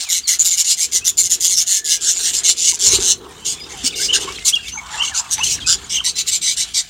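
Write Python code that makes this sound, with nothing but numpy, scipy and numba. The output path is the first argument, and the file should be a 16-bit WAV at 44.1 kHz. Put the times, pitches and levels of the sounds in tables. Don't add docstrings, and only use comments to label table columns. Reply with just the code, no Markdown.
import sys
import numpy as np
from scipy import signal
from scipy.fft import rfft, irfft
from scipy.io import wavfile
from scipy.ndimage import uniform_filter1d, map_coordinates
from numba import njit

SR = 44100
rng = np.random.default_rng(int(sys.argv[2]) if len(sys.argv) > 2 else 0)


def master_out(mix):
    frames = np.transpose(np.atleast_2d(mix))
    ceiling = np.clip(frames, -1, 1)
    pcm = np.round(ceiling * 32767).astype(np.int16)
    wavfile.write(sys.argv[1], SR, pcm)


def invert_db(x):
    u = np.asarray(x, float) / 20
    return 10 ** u


N = 303849
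T = np.arange(N) / SR


def unit(x):
    return x / np.sqrt(np.mean(x ** 2))


def noise():
    return rng.standard_normal(N)


def walk(rate):
    hold = max(int(SR / rate), 1)
    steps = np.repeat(rng.standard_normal(N // hold + 1), hold)
    slewed = uniform_filter1d(uniform_filter1d(steps, hold), hold)[:N]
    return slewed / slewed.std()


@njit
def svf(x, hz, width):
    y, b, l = np.empty(len(x)), 0., 0.
    for i in range(len(x)):
        g, k = np.tan(np.pi * hz[i] / SR), width / hz[i]
        v = (b + g * (x[i] - l)) / (1 + g * (g + k))
        b, l, y[i] = 2 * v - b, l + 2 * g * v, k * v
    return y


def band(x, hz, width):
    hz = np.clip(hz + 0 * T, 20, .45 * SR)
    once = svf(x, hz, 1. * width)
    return unit(svf(once, hz, 1. * width))


def colour(x, points):
    hz, db = np.transpose(points)
    f = np.arange(N // 2 + 1) * SR / N + 1
    gain = invert_db(np.interp(np.log(f), np.log(hz), db))
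    return unit(irfft(rfft(x) * gain, N))


def mottle(x, depth_db, rate):
    f, t, z = signal.stft(x, SR, nperseg=256)
    grid = np.meshgrid(f / 330, t * rate, indexing="ij")
    field = map_coordinates(rng.standard_normal((80, 800)), grid, order=1, mode="mirror")
    z = z * invert_db(depth_db * field / field.std())
    return unit(signal.istft(z, SR, nperseg=256)[1][:N])


def throb(hz, sharp, scatter_db):
    phase = np.cumsum(hz) / SR
    size = invert_db(scatter_db * rng.standard_normal(N // 50))[phase.astype(int)]
    phase = (phase % 1) ** .6
    bump = np.exp(sharp * np.cos(2 * np.pi * (phase - .5)))
    return size * bump / np.sqrt(np.i0(2 * sharp))


def syrinx(beak_hz):
    beat_hz = beak_hz / 3 * (1 + .04 * walk(600) + .02 * walk(60))
    beat = 2 * np.pi * np.cumsum(beat_hz) / SR
    buzz = sum(np.cos(k * beat) for k in range(1, 8))
    return .35 * unit(buzz) + noise()


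def lungs(start, end, peak_db, place):
    swell_db, fade_db = 11, 14.5
    attack, release = 0.14, 0.16
    gain = np.zeros(N)
    for a, b, db, top in zip(start, end, peak_db, place):
        on = slice(int(max(a - .002, 0) * SR), int((b + .01) * SR))
        to_top = (T[on] - a) / (b - a) - top
        corners = [a - .002, a + 0.0051, a + attack * (b - a), b - release * (b - a), b, b + 0.017]
        edges_db = np.interp(T[on], corners, [-17.0, -3.0, -0.5, 3, -4.0, -20])
        gain[on] += invert_db(db + edges_db + np.minimum(swell_db * to_top, -fade_db * to_top))
    return gain


def squawks():
    # start and end in seconds, peak in
    # dB, place of the peak (0-1), beak resonance it snaps to in Hz.
    scolding = [(0.0, 0.054, -16, 0, 7240), (0.087, 0.199, -15, 0.4, 5860),
                (0.273, 0.363, -14.5, 0.21, 6164), (0.388, 0.435, -20, 0.47, 6930),
                (0.442, 0.504, -16, 0.31, 6980), (0.501, 0.561, -18, 0.34, 6104),
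                (0.568, 0.629, -15.5, 0.48, 6980), (0.64, 0.745, -13, 0.74, 7240),
                (0.769, 0.862, -18, 0.61, 7150), (0.917, 0.991, -16, 0.53, 5900),
                (1.044, 1.106, -17, 0.57, 6980), (1.172, 1.234, -15.5, 0.33, 6980),
                (1.23, 1.282, -19.5, 0.52, 6460), (1.296, 1.359, -15.5, 0.42, 6930),
                (1.401, 1.491, -16, 0.59, 7240), (1.487, 1.559, -16.5, 0.43, 6550),
               (1.566, 1.636, -13.5, 0.2, 6980), (1.664, 1.798, -16, 0.49, 6450),
               (1.842, 1.969, -16, 0.64, 6070), (2.006, 2.13, -15.5, 0.75, 6340),
               (2.128, 2.211, -23, 0.81, 6890), (2.204, 2.319, -15, 0.53, 6720),
               (2.328, 2.405, -14.5, 0.3, 7420), (2.434, 2.527, -9, 0.63, 7060),
               (2.566, 2.717, -14, 0.86, 6458), (2.723, 2.765, -25.5, 0.48, 9870),
               (2.79, 2.905, -12.5, 0.7, 6750), (2.905, 2.975, -10.5, 0.54, 4270),
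               (2.99, 3.128, -11.5, 0.97, 6036)]
    answering = [(3.448, 3.545, -17.5, 0.33, 3450), (3.683, 3.765, -37, 0.52, 3400),
                 (3.835, 3.885, -14.5, 0.65, 4800), (3.955, 4.08, -16.5, 0.58, 4840),
                 (4.128, 4.182, -10, 0.4, 3830), (4.195, 4.252, -21.5, 0.4, 3040),
                 (4.448, 4.508, -11.5, 0.55, 3950), (4.64, 4.702, -31, 1, 3410),
                 (4.903, 5.019, -27, 0.46, 3400), (5.019, 5.113, -22, 0.36, 3070),
                 (5.14, 5.21, -17, 0.5, 4470), (5.306, 5.353, -18, 0.5, 4990),
                 (5.432, 5.502, -12.5, 0.08, 3200), (5.491, 5.563, -19, 0.4, 2790),
                 (5.663, 5.751, -11, 0.49, 6910), (5.893, 5.986, -18.5, 0.56, 3134),
                 (6.04, 6.112, -14, 0.39, 4280), (6.155, 6.225, -16, 0.56, 4110),
                 (6.264, 6.308, -13.5, 0.54, 3864), (6.311, 6.381, -14, 0.31, 4060),
                 (6.413, 6.544, -15, 0.53, 3840), (6.564, 6.644, -14, 0.49, 4060),
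                 (6.739, 6.816, -13.5, 0.47, 3980)]
    answer_beak_hz = [7060, 6720, 6850, 5210, 6800, 6550, 5900, 6590, 7280, 6630, 7404, 5900, 6330, 5900,
                      7110, 6140, 5940, 6930, 7980, 7360, 7300, 6800, 6850]
    # opening beak resonance in Hz, beak ring in dB, breath brightness in dB.
    gapes = [(6890, -7, 7), (7076, -2, 7.5), (6720, 3, 2.5), (6980, 11.5, 1), (6890, 3, 7), (7110, 4, -3),
             (6930, 1, 2), (6800, -6, -14.5), (6550, 2.5, -3), (7060, -4, -4), (5940, 1, 3), (6980, 3, 7),
             (7060, -6, -4), (6930, 1, 5), (7207, -1, 4), (6890, -1, -2), (5617, 4, 2.5), (6980, 2, -0.5),
             (6720, -2, -2), (7150, -5, -3), (7280, 11.5, 4), (7504, -10, 3), (7240, 3, 3), (6402, -1, -6),
             (7110, 0, -9), (7110, -4, -5), (7150, 0, -8), (6192, 2, 5.0), (7040, -2, 1), (6720, -6, 1),
             (6590, 4, 1), (5370, -5, 4), (6550, -3, 4), (6717, 5.5, -6), (6890, -1, 0.0), (6635, -7, 3),
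             (6630, -5, 4), (7010, 5, -7), (6660, -1, 2), (6330, -1.5, -17), (6330, 7.5, 4), (6490, 1.5, 0),
             (6730, -1, 3), (7280, 9.5, -6.0), (5210, 6, 3), (5900, -3, 5), (7540, 3, 3), (6890, -5, 7),
             (7485, 11.5, 4.5), (5860, -20, 2), (7680, -7, 1), (6850, -14, 0)]
    # resonance in Hz, strength in dB.
    chests = [(2390, -3), (2150, 4.5), (2130, 8), (2360, -1), (2200, -1), (2090, -4), (2240, 0),
              (2200, -1.5), (2280, 5), (2150, 0), (2200, -4), (2200, -5), (2100, -13), (2057, -1),
              (2150, -3), (2280, -4.5), (2150, -3), (2150, 1.5), (2150, 0), (1658, 2.5), (2200, -12),
              (1770, 4), (2240, -22), (2270, -7.5), (2240, -4.5), (2200, 2), (2200, -11), (2350, -6),
              (1780, -1.5), (2368, -10), (2280, 16), (2520, 0), (2240, 1), (1690, 6), (2200, 1),
              (2200, -16), (2240, 16), (1720, 12), (2200, 8), (1476, 4), (1728, 3), (2390, 5), (2280, -12),
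              (1503, -2), (2280, 4), (2240, 2), (2200, -1.5), (2200, -2), (2280, -0.5), (2200, 1),
              (2025, 0.5), (2150, -1)]
    rasps = [0.27, 0.34, 0.26, 0.83, 0.32, 0.37, 0.32, 0.1, 0.22, 0.34, 0.32, 0.41, 0.61, 0.53, 0.44, 0.44,
             0.27, 0.2, 0.41, 0.17, 0.71, 0.14, 0.19, 0.31, 0.22, 0.94, 0.26, 0.22, 0.58, 0.08, 0.07, 0.2,
             0.02, 0.12, 0.14, 0.1, 0.05, 0.12, 0.12, 0.1, 0.26, 0.12, 0.2, 0.51, 0.15, 0.26, 0.17, 0.29,
             0.37, 0.07, 0.14, 0.02]
    # time in seconds, turn away from the phone (0-1).
    head = [(0, 0.96), (.3, 0.04), (1.1, 0.04), (1.898, 0.13), (2.27, 0.57), (2.599, 0.21), (2.85, 0.16),
            (2.95, 0.8), (3.1, 0.47), (3.5, 0.45), (4.2, 0.87), (4.5, 0.16), (5.051, 1), (5.2, 0.13),
            (5.7, 0.55), (5.95, 1), (6.4, 0.91), (6.85, 0.87)]
    # frequency in Hz, level in dB per Hz.
    voice = [(530, -43), (900, -30.5), (1700, -36), (2140, -24), (2500, -19), (2890, -10), (4520, -10),
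             (7060, 1), (7960, -5.5), (9770, -19.5), (16000, -46.5)]

    start, end, peak_db, place, tract_hz = np.transpose(scolding + answering)
    answers = start >= answering[0][0]
    early_hz, ring_db, bright_db = np.transpose(gapes)
    chest_hz, full_db = np.transpose(chests)
    late_hz = np.r_[tract_hz[~answers], answer_beak_hz]
    throat_hz = np.where(answers, tract_hz, 4050)
    rasp = np.array(rasps)
    turn = np.clip(np.interp((start + end) / 2, *np.transpose(head)), 0, 1)

    def turned(facing, away):
        return facing + (away - facing) * turn

    throat_db, chest_db = turned(-21, -6.5), turned(-16, -13.5)
    hiss_db, air_db = turned(0, -27), turned(-27, -30.5)
    palate_db, palate_hz = turned(-22, -29), turned(9960, 8170)
    beak_db = turned(-2.5, -14)
    shade = np.clip(turned(0.29, 0.73), 0, 1)

    which = np.clip(np.searchsorted(start - .012, T) - 1, 0, None)
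    along = (T - start[which]) / (end - start)[which]
    snap = np.clip(9 * along - 4.3, 0, 1)
    beak_hz = early_hz[which] + (late_hz - early_hz)[which] * snap
    gain = lungs(start, end, peak_db, place)

    buzz = syrinx(beak_hz)
    puff_hz = 175.4 * (1 + .04 * rng.standard_normal(len(start))[which] + .02 * walk(150))
    early = np.clip(1 - 2 * along, 0, 1)
    sharp = (.04 + rasp[which]) * (1.25 + .55 * early)
    source = buzz * throb(puff_hz, sharp, scatter_db=1.2)

    body = mottle(colour(source, voice), depth_db=3.1, rate=24)
    body = body - shade[which] * svf(body, 6900 + 0 * T, 1600.0)
    beak = band(source, beak_hz * (1 + .03 * walk(70)), width=1250)
    beak = beak * invert_db(2.5 * walk(40) + (beak_db + ring_db)[which])
    throat = band(source, throat_hz[which] * (1 + .03 * walk(40)), width=1100)
    throat = throat * invert_db(throat_db[which] - 3 + 1.5 * walk(50))
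    chest_glide = .96 + .08 * np.clip(along, 0, 1) + .04 * walk(30)
    chest = band(source, chest_hz[which] * chest_glide, width=420)
    chest = chest * invert_db((chest_db + full_db)[which] - 6 + 2.5 * walk(40))
    hiss = mottle(band(source, 7000, width=13200), depth_db=1.0, rate=14)
    hiss = hiss * invert_db((hiss_db + .5 * bright_db)[which] - 3.5)
    palate = band(source, palate_hz[which] * (1 + .03 * walk(30)), width=1400)
    palate = palate * invert_db(palate_db[which] + 3 * walk(25))
    air = band(np.roll(source, 70), 13800 * (1 + .08 * walk(12)), width=4000)
    air = air * invert_db((air_db + 1.6 * bright_db)[which] + 2 + 3 * walk(30))
    return gain * (invert_db(3.5) * body + beak + throat + chest + hiss + palate + air)


def whistles():
    # start and end in seconds, first and second pitch in Hz, dB.
    hooks = [
        (4.151, 4.16, 3050, 2803, -8.5),
        (4.522, 4.551, 2690, 3294, -8),
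        (4.552, 4.575, 3273, 2776, -12.5),
        (5.402, 5.421, 2600, 2686, -18.5),
        (5.416, 5.442, 2790, 2910, -14.5),
        (5.598, 5.645, 3900, 3230, -27.5),
        (5.943, 5.96, 3090, 2870, -24),
    ]
    drops = [
        (4.082, 4.103, 2830, 3036, -14),
        (4.1, 4.113, 3090, 2720, -11),
        (5.014, 5.029, 3120, 2713, -14.5),
        (5.959, 5.99, 3155, 2740, -16),
        (4.9, 5.03, 853, 967, -32),
        (5.374, 5.415, 893, 1161, -28),
    ]
    arches = [
        (4.616, 4.65, 2660, 2770, -35.5),
        (4.993, 5.016, 2954, 2716, -16),
        (5.032, 5.056, 2840, 3050, -15.5),
        (5.07, 5.086, 3000, 2800, -22.5),
        (5.642, 5.671, 2506, 2548, -26),
        (5.992, 6.008, 2940, 3270, -15),
    ]
    single_notes = [(1.64, 2, 1830, 1634, -40), (3.34, 3.7, 2900, 3750, -42), (3.595, 3.648, 4990, 4950, -34),
                    (3.835, 3.863, 257, 251.6, -28.5), (4.124, 4.143, 3340, 2820, -9.5),
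                    (4.272, 4.292, 1030, 1114, -25.5), (4.641, 4.667, 2490, 2720, -29.5),
                    (4.697, 4.8, 5980, 6460, -31.5), (4.75, 4.787, 972, 800, -36.5),
                    (4.772, 4.801, 2260, 2220, -26.5), (4.8, 4.862, 1000, 1100, -42),
                    (4.935, 4.965, 1600, 1780, -30.5), (5.36, 5.419, 6117, 6236, -29),
                    (5.454, 5.475, 3413, 3000, -19.5), (5.665, 5.698, 1447, 1585, -28.5),
                    (4.54, 4.565, 245, 225, -42.5), (3.604, 2.4, 4600, 4270, -40),
                    (3.628, 3.657, 5680, 5100, -45), (4.8, 4.4, 710, 1155, -43), (3.72, 3.8, 830, 740, -43.5),
                    (5.366, 5.4, 1700, 2800, -37), (4.815, 4.4, 1600, 1150, -40), (5.48, 5.495, 2650, 2600, -27),
                    (5.695, 5.74, 2700, 3700, -33), (4.975, 5.0, 2600, 2700, -22), (4.6, 4.62, 3300, 3200, -37)]
    more_notes = [(0.05, 0.1, 2700, 2050, -35.5), (0.228, 0.274, 4980, 3950, -29),
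                  (1.008, 1.045, 2530, 2678, -36), (2.723, 2.74, 1091, 865, -35.5),
                  (3.9, 3.915, 3690, 3440, -29), (3.924, 3.936, 2280, 2820, -25.5),
                  (3.937, 3.952, 3640, 3560, -27), (3.948, 3.99, 2880, 2810, -32),
                  (3.99, 4.031, 1444, 1716, -33), (4.273, 4.322, 2100, 2380, -35),
                  (4.357, 4.369, 4170, 4050, -29.5), (4.385, 4.387, 2240, 2250, -25),
                  (4.452, 4.485, 951, 1287, -40.5), (4.582, 4.605, 1948, 1543, -39),
                  (4.66, 4.697, 3846, 2960, -33), (4.86, 4.9, 1206, 1001, -41), (5.028, 5.052, 1259, 1048, -32),
                  (4.158, 4.182, 5900, 5900, -26), (5.838, 5.852, 7050, 6800, -37),
                  (5.83, 5.855, 4620, 4600, -50), (3.39, 3.44, 7500, 7550, -50), (4.4, 4.45, 2046, 2150, -40),
                  (3.74, 3.83, 3150, 3030, -41), (4.8, 4.85, 6424, 6350, -52), (4.86, 4.91, 2280, 2200, -45),
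                  (4.71, 4.74, 2670, 2953, -37.5), (4.743, 4.762, 1540, 1344, -39),
                  (5.111, 5.165, 1870, 1246, -31), (5.186, 5.213, 797, 1050, -34),
                  (5.218, 5.29, 1275, 1148, -41), (5.574, 5.596, 2700, 1400, -36),
                  (6.139, 6.182, 4050, 4030, -30.5), (6.001, 6.019, 1720, 963, -35),
                  (6.07, 6.083, 1091, 892, -40)]
    overtones_db = [-21, -38]
    shapes = [(hooks, 1, 1), (drops, 0, 1), (arches, 1, 0), (single_notes, .5, 1), (more_notes, .5, 1)]
    out = np.zeros(N)
    waver = .015 * walk(260)
    flutter = invert_db(3 * walk(240))
    for rows, middle, last in shapes:
        for a, b, first_hz, second_hz, db in rows:
            blur = 1 + first_hz / 2600 if db < -24 else 1
            middle_hz, last_hz = first_hz + (second_hz - first_hz) * np.array([middle, last])
            on = slice(int(a * SR), int(b * SR))
            t = T[on]
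            hz = np.interp(t, [a, (a + b) / 2, b], [first_hz, middle_hz, last_hz])
            hz = hz * (1 + min(1, 2800 / first_hz) * waver[on])
            phase = 2 * np.pi * np.cumsum(hz) / SR
            rise, fall_s = (.3, 0.083 * (b - a)) if blur > 1 else (.55, .0015)
            swell = np.clip((t - a) / (rise * (b - a)), 0, 1) * np.clip((b - t) / fall_s, 0, 1)
            tone = np.sin(phase)
            for k, partial_db in enumerate(overtones_db, 2):
                partial = np.sin(k * phase + 3 * np.log(flutter[on]))
                tone = tone + invert_db(partial_db - 7.0 * (blur - 1)) * partial
            rough = flutter[on] ** (0.73 + 0.22 * (blur - 1))
            out[on] += np.sqrt(2) * invert_db(db) * swell * tone * rough
    return out


def wings():
    # time in seconds, level in dB.
    beats = [
        (2.875, -18.5),
        (2.931, -10),
        (2.985, -12),
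        (3.04, -46),
        (3.085, -31),
        (3.219, -40),
        (4.139, -27),
        (4.3, -25),
        (5.399, -37),
        (5.75, -30.5),
    ]
    out, t = np.zeros(N + SR), T[:SR // 4]

    def ring(hz, t60_s):
        decay = np.exp(-np.log(1000) * t / t60_s)
        return np.sin(2 * np.pi * hz * t) * decay * np.clip(t / 0.0043, 0, 1)

    for (when, db), (a, b) in zip(beats, rng.standard_normal((len(beats), 2))):
        push = ring(62 * (1 + 0.14 * a), t60_s=0.049)
        knock = invert_db(0.5) * ring(397 * (1 + 0.027 * b), t60_s=0.072)
        i = int(when * SR)
        out[i:i + len(t)] += invert_db(db) * (push + knock)
    return out[:N]


def ticks():
    # time in seconds, level in dB, centre in Hz.
    taps = [(3.179, -42, 10000), (3.2895, -42, 10000), (3.309, -39, 8500), (3.368, -44, 7500),
            (3.406, -42, 9580), (3.599, -42, 10600), (3.773, -37, 10500), (4.3228, -24, 4500),
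            (4.39, -27, 4510), (4.554, -18, 6000), (4.683, -23, 4140), (4.746, -39, 4980),
            (4.866, -33, 5020), (4.954, -29, 4570), (5.809, -48, 11000), (5.818, -52, 10980),
            (6.004, -34, 5980), (5.37, -29, 2200), (5.381, -22, 2560), (5.393, -22, 2400)]
    when, db, hz = np.transpose(taps)
    gain = np.zeros(N)
    for s, d in zip(when, db):
        decay = np.exp(-np.clip(T - s, 0, 1) / 0.0058)
        gain += invert_db(d) * decay * (T >= s) * (T < s + .03)
    order = np.argsort(when)
    latest = np.clip(np.searchsorted(when[order], T, side="right") - 1, 0, None)
    return gain * band(noise(), hz[order][latest], width=4000)


def babble(lo_hz, hi_hz, long_s, scatter_db, count):
    out = np.zeros(N + SR)
    for when, pitch, glide, length, size in rng.random((count, 5)):
        t = np.arange(int(SR * long_s * (0.28 + length))) / SR
        hz = lo_hz * (hi_hz / lo_hz) ** pitch * (1 + .5 * (glide - .5) * t / t[-1])
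        chirp = np.hanning(len(t)) * np.sin(2 * np.pi * np.cumsum(hz) / SR)
        i = int(when * N)
        out[i:i + len(t)] += invert_db(-scatter_db * np.log(1 - size)) * chirp
    return unit(out[:N])


def muttering(hum_db):
    # start, loudest moment and end in seconds, level in dB.
    murmurs = [
        (3.2, 3.265, 3.4, -36),
        (3.405, 3.76, 3.8, -39),
        (4.115, 4.357, 4.33, -32.5),
        (4.732, 4.972, 5.34, -29),
        (5.55, 5.754, 6.23, -41),
    ]
    gain = invert_db(-51.0 + 1.54 * (hum_db + 41.0))
    for *times, db in murmurs:
        gain = gain + invert_db(np.interp(T, times, [db - 14, db, db - 14], -99, -99))
    chirps = babble(800, 2300, long_s=.04, scatter_db=.7, count=500)
    throats = mottle(band(noise(), 1000, width=650), depth_db=2.5, rate=25)
    return gain * (.35 * chirps + .7 * throats)


def far_flock():
    # frequency in Hz, level in dB per Hz.
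    far = [(350, -48), (600, -12), (680, 5), (846, -4), (1660, 3), (1900, 0), (3300, 7.5), (5330, 2),
           (7310, 6), (16000, -29.5)]
    wash = mottle(colour(noise(), far), depth_db=2.6, rate=14)
    wash = wash * invert_db(2 * walk(14) + 2 * walk(170))
    return wash + .38 * babble(2400, 3800, long_s=.022, scatter_db=1.2, count=500)


def perch_hum():
    modes = band(noise(), 400, width=170) + .4 * band(noise(), 280, width=120)
    return modes * invert_db(2.5 * walk(30) + 2.5 * walk(11))


def wind():
    rumble = band(noise(), 59.6, width=49) + 0.77 * band(noise(), 141, width=190)
    return rumble * invert_db(1.5 + 2 * walk(9))


def surroundings():
    # time in seconds, draught of wings, shaking of the perch and calling of the far birds in dB.
    stir = [(0, -59.5, -66, -39.5), (0.75, -52, -60, -39), (.95, -50, -44, -42.5),
            (1.45, -48, -50.5, -41.5), (1.75, -59, -58, -41.5), (2.3, -49, -43.5, -35),
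            (2.78, -54, -51.5, -39), (2.881, -35, -30, -28), (3.03, -38, -31, -30.5),
            (3.199, -45.5, -42.5, -43), (3.9, -44, -45.5, -32.5), (4.28, -42, -36, -31),
            (4.5, -50.5, -58.5, -32.5), (4.802, -49, -55, -43), (5.27, -47, -55, -36.5),
            (5.421, -39, -51, -29.5), (5.8, -44, -53, -38.5), (6.89, -53, -64.5, -38)]
    s, *columns = np.transpose(stir)
    wind_db, hum_db, far_db = (np.interp(T, s, c) for c in columns)
    astir = invert_db(wind_db) * wind() + invert_db(hum_db) * perch_hum() + invert_db(far_db) * far_flock()
    hiss = invert_db(-60) * band(noise(), 15000, width=8700)
    return astir + muttering(hum_db) + ticks() + hiss


def board(x):
    # from when in seconds, extra path in m, gain.
    places = [
        (0, .49, .2),
        (6.02, 1.046, .45),
    ]
    since, path_m, gain = np.transpose(places)
    place = np.searchsorted(since, T, side="right") - 1
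    delay = (path_m[place] / 343 * SR).astype(int)
    late = np.clip(np.arange(N) - delay, 0, None)
    return (x + gain[place] * x[late]) / np.sqrt(1 + gain[place] ** 2)


def aviary(x, t60_s, wet_db):
    t = T[:SR // 3]
    tail = rng.standard_normal(len(t)) * np.exp(-np.log(1000) * t / t60_s) * (t > .003)
    tail = signal.lfilter([.6], [1, -.4], tail)
    tail = tail / np.sqrt(np.sum(tail ** 2))
    return x + invert_db(wet_db) * signal.fftconvolve(x, tail)[:N]


def scene():
    callers = aviary(board(squawks()), t60_s=.115, wet_db=-14)
    warblers = aviary(whistles(), t60_s=.2, wet_db=-14)
    return (callers + warblers + wings() + surroundings())[None]


def band_limit(x):
    return signal.sosfilt(signal.butter(12, 15960, fs=SR, output="sos"), x)


def record(dry):
    # centre in Hz, width in Hz.
    notches = [(600, 55), (1870, 20), (2480, 70), (7800, 175)]
    bass_cut = signal.butter(3, 42, "high", fs=SR, output="sos")
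    heard = signal.sosfilt(bass_cut, dry)
    for hz, width in notches:
        heard = signal.lfilter(*signal.iirnotch(hz, hz / width, SR), heard)
    ceiling = .9
    rounded = ceiling * np.tanh(0.82 * heard / ceiling)
    top_cut = signal.ellip(8, .2, 60, 15900, fs=SR, output="sos")
    mix = signal.sosfilt(top_cut, rounded)
    return band_limit(mix)


dry = scene()
out = record(dry)
master_out(out)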